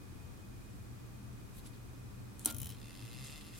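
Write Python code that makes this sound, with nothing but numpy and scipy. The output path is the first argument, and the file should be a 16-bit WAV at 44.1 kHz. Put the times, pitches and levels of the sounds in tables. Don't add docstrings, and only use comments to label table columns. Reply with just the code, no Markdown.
import sys
import numpy as np
from scipy import signal
from scipy.fft import rfft, irfft, next_fast_len
from scipy.io import wavfile
from scipy.ndimage import map_coordinates

SR = 44100
rng = np.random.default_rng(int(sys.argv[2]) if len(sys.argv) > 2 else 0)


def unload_wav(signal):
    wavfile.write(
        sys.argv[1],
        SR,
        np.round(np.clip(np.atleast_2d(signal).T, -1, 1) * 32767).astype(np.int16),
    )


N = 158319

# [freq_hz, level_db]
AIR_COLOUR = [(15, -27), (25, -17), (41, -2.5), (52, -7.5), (66, -8), (84, -14), (104, -4), (123, -2),
              (137, -10.5), (152, -14.5), (194, -7.5), (228, -12.5), (276, -11), (361, -17.5), (654, -25.5),
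              (1150, -26), (2200, -32.5), (2460, -32), (2660, -35), (9990, -38), (15800, -42)]
# [freq_hz, likeness]
AIR_LIKENESS = [(40, 0.64), (130, 0.029), (290, 0.2), (640, -0.16), (1400, -0.082), (3000, 0.014),
                (15000, 0.081)]
# [centre_hz, rms_db, half_width_hz]
HUM_BANDS = [(40.5, -72, 9.9), (120.8, -63, 5.9), (202, -67, 4.4), (1167, -78.5, 12.5), (2479, -76, 29)]
AIR_RMS_DB = -51.5
MAINS_HZ, MAINS_RMS_DB = 120, -60

MOTOR_FIRST_S, MOTOR_TICKS_PER_S = 0.029, 30
MOTOR_HZ, MOTOR_HALF_WIDTH_HZ, MOTOR_LEVEL_DB, MOTOR_T60_S = 7820, 310, -67.5, 0.019

RUB_STROKES = [(1.57, -58, 0.058, 0.07, 10600, 0.41), (1.585, -50, 0.0087, 0.01, 11700, .16),
               (1.594, -63, .02, .025, 3950, 0.22), (1.661, -55.5, 0.026, 0.03, 5000, 1.0),
               (1.673, -53.5, 0.03, 0.014, 10800, .025), (1.735, -65.5, 0.015, 0.075, 3920, .4),
               (2.404, -57, 0.028, 0.21, 8800, 0.3), (3.244, -52.5, 0.011, 0.13, 7640, 0.43),
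               (3.412, -50, 0.0089, 0.018, 3000, 0.52), (3.585, -52, 0.051, 0.086, 8050, 0.63)]
# [freq_hz, level_db]
RUB_BODY_COLOUR = [(800, -5.5), (2000, -3.5), (3200, -0.5), (4000, 2.5), (5600, -9), (8000, 1),
                   (12500, -10), (15000, -28)]
RUB_BODY_REL_DB = -3.5

# [start_s, relative_db, side_db]
LEVER_CONTACTS = [(2.3944, -33, -3), (2.4579, -10.5, -1), (2.4598, -23, 4), (2.5046, -27, 1),
                  (2.5098, -28.5, 5)]
# [freq_hz, level_db]
LEVER_COLOUR = [(290, -38), (500, -20), (988, -16.5), (2150, -23), (3250, -11), (3800, -19), (4300, -9.5),
                (4900, -18), (6140, -3), (6700, -14), (7310, -0.5), (8960, -3), (13400, -4), (15200, -11),
                (16000, -17)]
# [freq_hz, level_db, t60_s]
FRAME_MODES = [(235.9, -44, 0.33), (309, -42.5, 0.18), (446, -53, 0.091), (617, -59, 0.57),
               (746, -49, 0.079), (893, -56, 0.31), (1047, -55.5, 0.083), (1234, -55, 0.22),
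               (2100, -58, 0.18)]
# [freq_hz, level_db, t60_s]
SNAP_MODES = [(9100, -8, 0.002), (12000, -17, .003)]
# [time_s, level_db]
SLIDE_LEVEL = [(2.456, -90), (2.461, -50.5), (2.488, -44.5), (2.497, -47.5), (2.511, -47.5), (2.52, -72),
               (2.545, -72), (2.57, -68.5)]
# [freq_hz, level_db]
SLIDE_COLOUR = [(240, -28), (400, -16), (616, -7), (1160, -13), (1380, -8.5), (1510, -18), (4180, -7),
                (7060, -25.5), (9040, -10), (14600, -19.5), (16000, -35)]
SNAP_S = 2.4580
LEVER_GAIN_DB, CRACK_T60_S = -4.5, 0.0041
CHATTER_REL_DB, CHATTER_T60_S = -9, 0.019

# [start_s, relative_db, knock_rel_db]
TOOTH_DROPS = [(2.4476, -28.5, -27.5), (2.4735, -29, -27), (2.4998, -30, -27.5), (2.523, -35, -30),
               (2.545, -31.5, -29), (2.5651, -34, -33), (2.5832, -30.5, -29.5), (2.6006, -31.5, -25),
               (2.6162, -28.5, -28), (2.6299, -32, -24), (2.644, -35, -24), (2.6568, -34, -22),
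               (2.6685, -34, -21.5), (2.691, -37.5, -19.5), (2.7014, -37.5, -19.5), (2.7107, -45, -14),
               (2.721, -45.5, -14), (2.731, -55, -11), (2.7462, -52.5, -11)]
# [freq_hz, level_db]
TOOTH_COLOUR = [(2000, -54), (5500, -15), (6500, -10), (7300, -12), (9300, -11), (9900, 0), (10200, -1),
                (10600, 4), (11100, -10), (11600, -7), (11980, -2), (12250, -4), (12800, -1), (13500, -13),
                (14400, -2), (14900, -5), (15300, -12), (16500, -9)]
# [freq_hz, level_db]
KNOCK_COLOUR = [(500, -13), (1800, -10.5), (2600, -1.5), (3150, 5), (3550, -3.5), (4020, 2), (4700, -15),
                (5300, 3), (5900, -8), (6500, -5), (7200, -12), (8300, -3), (16000, -48)]
# [freq_hz, level_db, t60_s]
PAWL_MODES = [(3183, -14, 0.15), (3960, -17, 0.093), (6650, -6, 0.037), (9950, -5, 0.019),
              (10640, -13, 0.11), (11900, -12, 0.08), (14300, -5, 0.062), (14750, -7, .2)]
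# [time_s, relative_db]
SHUDDER_LEVEL = [(2.48, -57), (2.55, -46.5), (2.72, -51.5), (2.82, -58), (2.97, -62)]
# [freq_hz, level_db]
SHUDDER_COLOUR = [(25, -25), (45, -15), (66, -3), (105, 1), (125, -0.5), (150, -10.5), (230, -13),
                  (400, -25.5), (1500, -83.5)]
TOOTH_GAIN_DB, TOOTH_T60_S, TOOTH_REPEAT_SHARE = -2, 0.015, 0.33
KNOCK_GAIN_DB, KNOCK_T60_S, PAWL_RING_GAIN_DB = 7.5, 0.035, -19
PLATE_REL_DB, PLATE_T60_S = -21, 0.09

PING_HZ, PING_DB, PING_PEAK_S = 1407, -50.5, 2.503
PING_SWELL_DB_PER_S, PING_FADE_DB_PER_S = 130, 280

# [time_s, relative_db]
WHIR_LEVEL = [(2.76, -67), (2.81, -61), (2.95, -59), (3.08, -59), (3.2, -56.5), (3.37, -57), (3.41, -64),
              (3.48, -60), (3.51, -66), (3.55, -59.5), (3.58, -68)]
# [freq_hz, level_db]
WHIR_COLOUR = [(300, -10), (900, -17.5), (1200, -3.5), (1600, -13), (2080, 0.5), (2370, -10), (2650, 2.5),
               (3080, -2), (3550, 0.5), (3750, -4), (4020, 1), (4280, -2), (4550, 1.5), (5000, -2.5),
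               (5320, 0.5), (5520, -20), (8000, -38), (16000, -75)]
# [freq_hz, level_db]
MESH_COLOUR = [(2000, -17), (5600, -20), (5900, -2), (6300, 2.5), (7550, 0.5), (7850, -11), (8300, -2),
               (8900, -4), (9300, 2), (9750, -1), (10000, -4), (10350, 3), (10600, 1), (11100, 3),
               (11900, 1), (12200, -5), (12700, -11), (13050, -5), (14000, -14), (16000, -40)]
# [freq_hz, level_db, t60_s]
WHIR_MODES = [(2090, -9, .05), (2690, -2, .045), (3540, -4, .05), (4000, -8, .04), (5270, -7, .04)]
# [time_s, relative_db]
SHAKE_LEVEL = [(2.75, -72), (2.95, -75), (3.1, -46), (3.22, -52), (3.35, -68), (3.59, -59.5)]
WHIR_START_S, START_BEATS_PER_S = 2.7677, 59.8
SPEED_UP_PER_S2, DRAG_PER_S3 = 186.5, 55
BEAT_T60_S, MESH_T60_S, BEAT_RISE_S = 0.014, 0.013, 0.00046
BEAT_REPEAT_SHARE, BEAT_JITTER_S, BEAT_SCATTER_DB = 0.55, 0.0001, 1.35
WHIR_GAIN_DB, MESH_GAIN_DB, WHIR_RING_GAIN_DB = 10, 8, 0

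# [freq_hz, t60_s]
ROOM_DECAY = [(200, 0.47), (3000, 0.14), (14000, 0.1)]
ROOM_DB = -13
TOP_HZ = 15950


def amp(db):
    return 10 ** (np.asarray(db) / 20)


def unit(x):
    return x / np.sqrt(np.mean(x ** 2) + 1e-20)


def clock():
    return np.arange(N) / SR


def along(points, hz):
    point_hz, values = np.transpose(points)
    return np.interp(np.log(hz + 1), np.log(point_hz + 1), values)


def level(rows):
    return amp(np.interp(clock(), *np.transpose(rows)))


def colour(x, points):
    size = 2 * next_fast_len(N // 2 + SR // 8)
    gain = unit(amp(along(points, np.fft.rfftfreq(size, 1 / SR))))
    cepstrum = irfft(np.log(gain))
    cepstrum[1:size // 2] *= 2
    cepstrum[size // 2 + 1:] = 0
    return irfft(rfft(x, size) * np.exp(rfft(cepstrum)), size)[..., :N]


def shaped(x, response):
    size = next_fast_len(N + SR // 4)
    return irfft(rfft(x, size) * response(np.fft.rfftfreq(size, 1 / SR)), size)[..., :N]


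def noise(alike):
    mid, side = rng.standard_normal((2, N))
    angle = np.arccos(np.clip(alike, -1, 1)) / 2
    return np.cos(angle) * mid + np.sin(angle) * np.array([side, -side])


def pan(db):
    return amp(np.array([[db], [-db]]) / 2)


def grain(rate_hz, depth_db):
    knots = rng.standard_normal(int(N * rate_hz / SR) + 4)
    return unit(amp(depth_db * map_coordinates(knots, [clock() * rate_hz], order=1)))


def bursts(times_s, levels_db, t60_s, rise_s):
    power, t = np.zeros(N + SR), np.arange(SR // 10) / SR
    shape = (amp(-60 * t / t60_s) * (1 - np.exp(-t / rise_s))) ** 2
    for start_s, db in zip(times_s, levels_db):
        power[round(start_s * SR):][:len(t)] += amp(db) ** 2 * shape
    return np.sqrt(power[:N])


def ring(modes, times_s, levels_db, spread_rad, rise_s):
    out, t = np.zeros((2, N + SR)), np.arange(SR // 3) / SR
    onset = 1 - np.exp(-t / rise_s)
    for start_s, db in zip(times_s, levels_db):
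        for hz, mode_db, t60_s in modes:
            phase = rng.uniform(0, 2 * np.pi) + spread_rad * rng.standard_normal((2, 1))
            fade = amp(db + mode_db + rng.normal(0, 2) - 60 * t / t60_s)
            tone = np.sin(2 * np.pi * hz * t + phase)
            out[:, round(start_s * SR):][:, :len(t)] += fade * onset * tone
    return out[:, :N]


def ticks(times_s, levels_db, t60_s, rise_s, alike, repeat_share):
    t, blows = np.arange(SR // 5) / SR, np.zeros(N + SR)
    blows[np.round(times_s * SR).astype(int)] = amp(levels_db)
    fade = np.hypot(amp(-60 * t / t60_s), amp(PLATE_REL_DB - 60 * t / PLATE_T60_S))
    body = noise(alike)[:, :len(t)] * fade * (1 - np.exp(-t / rise_s))
    same = signal.fftconvolve(blows[None], body, axes=1)[:, :N]
    fresh = bursts(times_s, levels_db, t60_s, rise_s) * noise(alike)
    share = np.clip(repeat_share, 0, 1)
    return np.sqrt(share) * same + np.sqrt(1 - share) * fresh


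def background():
    def angle(hz):
        return np.arccos(np.clip(along(AIR_LIKENESS, hz), -1, 1)) / 2

    def air_response(hz):
        return amp(along(AIR_COLOUR, hz)) * [np.cos(angle(hz)), np.sin(angle(hz))]

    def hum_response(f):
        return sum(amp(db) / np.sqrt(width) / (1 + ((f - hz) / width) ** 2)
                   for hz, db, width in HUM_BANDS)

    mid, side = shaped(rng.standard_normal((2, N)), air_response)
    air = amp(AIR_RMS_DB) * unit(np.array([mid + side, mid - side]))
    hum_rms = np.linalg.norm(amp([db for _, db, _ in HUM_BANDS]))
    hum = hum_rms * unit(shaped(noise(0.49), hum_response))
    mains = amp(MAINS_RMS_DB) * np.sqrt(2) * np.sin(2 * np.pi * MAINS_HZ * clock())
    return pan(db=-0.4) * (air + mains + hum)


def motor():
    times_s = np.arange(MOTOR_FIRST_S, N / SR, 1 / MOTOR_TICKS_PER_S)
    note = unit(shaped(noise(0.5), lambda f: 1 / (1 + ((f - MOTOR_HZ) / MOTOR_HALF_WIDTH_HZ) ** 2)))
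    return note * bursts(times_s, np.full(len(times_s), MOTOR_LEVEL_DB), MOTOR_T60_S, rise_s=0.0005)


def rubs():
    out, t = np.zeros((2, N)), clock()
    for peak_s, db, rise_s, fall_s, hz, octaves in RUB_STROKES:
        stroke = amp(db - 20 * np.maximum((peak_s - t) / rise_s, (t - peak_s) / fall_s))
        squeak = unit(shaped(noise(0.22), lambda f: np.exp(-(np.log2((f + 1) / hz) / octaves) ** 2 / 2)))
        body = amp(RUB_BODY_REL_DB) * colour(noise(0.33), RUB_BODY_COLOUR)
        out += stroke * unit(squeak + body)
    return out * grain(500, depth_db=2.5)


def lever():
    force = np.zeros((2, N))
    for start_s, db, side_db in LEVER_CONTACTS:
        crack = bursts([start_s], [db], CRACK_T60_S, rise_s=0.0001)
        chatter = bursts([start_s], [db + CHATTER_REL_DB], CHATTER_T60_S, rise_s=0.00057)
        force += pan(side_db) * np.hypot(crack, chatter)
    clicks = amp(LEVER_GAIN_DB) * colour(force * noise(0.6), LEVER_COLOUR)
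    slide = colour(level(SLIDE_LEVEL) * grain(600, depth_db=0.5) * noise(0.66), SLIDE_COLOUR)
    tip = pan(db=6) * ring(SNAP_MODES, [SNAP_S], [0], spread_rad=0.24, rise_s=0.00016)
    frame = ring(FRAME_MODES, [SNAP_S], [0], spread_rad=0.42, rise_s=0.0034)
    return clicks + tip + slide + frame


def pawl():
    times_s, db, knock_db = np.transpose(TOOTH_DROPS)
    bright = ticks(times_s, db + TOOTH_GAIN_DB, TOOTH_T60_S, rise_s=0.00068,
                   alike=0.28, repeat_share=TOOTH_REPEAT_SHARE)
    knocks = ticks(times_s, db + knock_db + KNOCK_GAIN_DB, KNOCK_T60_S, rise_s=0.00043,
                   alike=0.97, repeat_share=TOOTH_REPEAT_SHARE)
    rings = ring(PAWL_MODES, times_s, db + PAWL_RING_GAIN_DB, spread_rad=1.0, rise_s=0.0005)
    shudder = level(SHUDDER_LEVEL) * colour(noise(0.85), SHUDDER_COLOUR)
    treble = pan(db=3.5) * (colour(bright, TOOTH_COLOUR) + rings)
    return treble + colour(knocks, KNOCK_COLOUR) + pan(db=6) * shudder


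def hand():
    t = clock() - PING_PEAK_S
    swell_db = np.minimum(PING_SWELL_DB_PER_S * t, -PING_FADE_DB_PER_S * t)
    swell = amp(PING_DB + swell_db) * (clock() > SNAP_S)
    return swell * np.sin(2 * np.pi * PING_HZ * t + 0.46 * rng.standard_normal((2, 1)))


def whir():
    age_s = np.maximum(clock() - WHIR_START_S, 0)
    running = age_s > 0
    beats_per_s = START_BEATS_PER_S + SPEED_UP_PER_S2 * age_s - DRAG_PER_S3 * age_s ** 2
    turns = np.cumsum(beats_per_s * running) / SR
    times_s = clock()[np.flatnonzero(np.diff(np.ceil(turns)))]
    late, strong = rng.standard_normal((len(times_s), 2)).T
    db = np.interp(times_s, *np.transpose(WHIR_LEVEL)) + BEAT_SCATTER_DB * strong
    times_s = times_s + BEAT_JITTER_S * late
    body = ticks(times_s, db + WHIR_GAIN_DB, BEAT_T60_S, BEAT_RISE_S,
                 alike=0.75, repeat_share=BEAT_REPEAT_SHARE)
    mesh = ticks(times_s, db + MESH_GAIN_DB, MESH_T60_S, BEAT_RISE_S,
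                 alike=0.32, repeat_share=BEAT_REPEAT_SHARE)
    shake = level(SHAKE_LEVEL) * running * np.sin(2 * np.pi * turns)
    plates = ring(WHIR_MODES, times_s, db + WHIR_RING_GAIN_DB, spread_rad=0.35, rise_s=0.00095)
    beats = pan(db=-0.8) * (colour(body, WHIR_COLOUR) + plates)
    return beats + pan(db=3) * colour(mesh, MESH_COLOUR) + pan(db=4) * shake


def room(x):
    hz, t, bins = signal.stft(rng.standard_normal((2, SR // 2)), SR, nperseg=256)
    decay = amp(-60 * t / along(ROOM_DECAY, hz)[:, None])
    tail = signal.istft(bins * decay, SR, nperseg=256)[1]
    tail = np.pad(tail / np.linalg.norm(tail[0]), ((0, 0), (SR // 250, 0)))
    return signal.fftconvolve(x, tail, axes=1)[:, :N]


def scene():
    works = motor() + rubs() + lever() + pawl() + hand() + whir()
    return background() + works + amp(ROOM_DB) * room(works)


def record(dry):
    return shaped(dry, lambda hz: hz < TOP_HZ)


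dry = scene()
out = record(dry)
unload_wav(out)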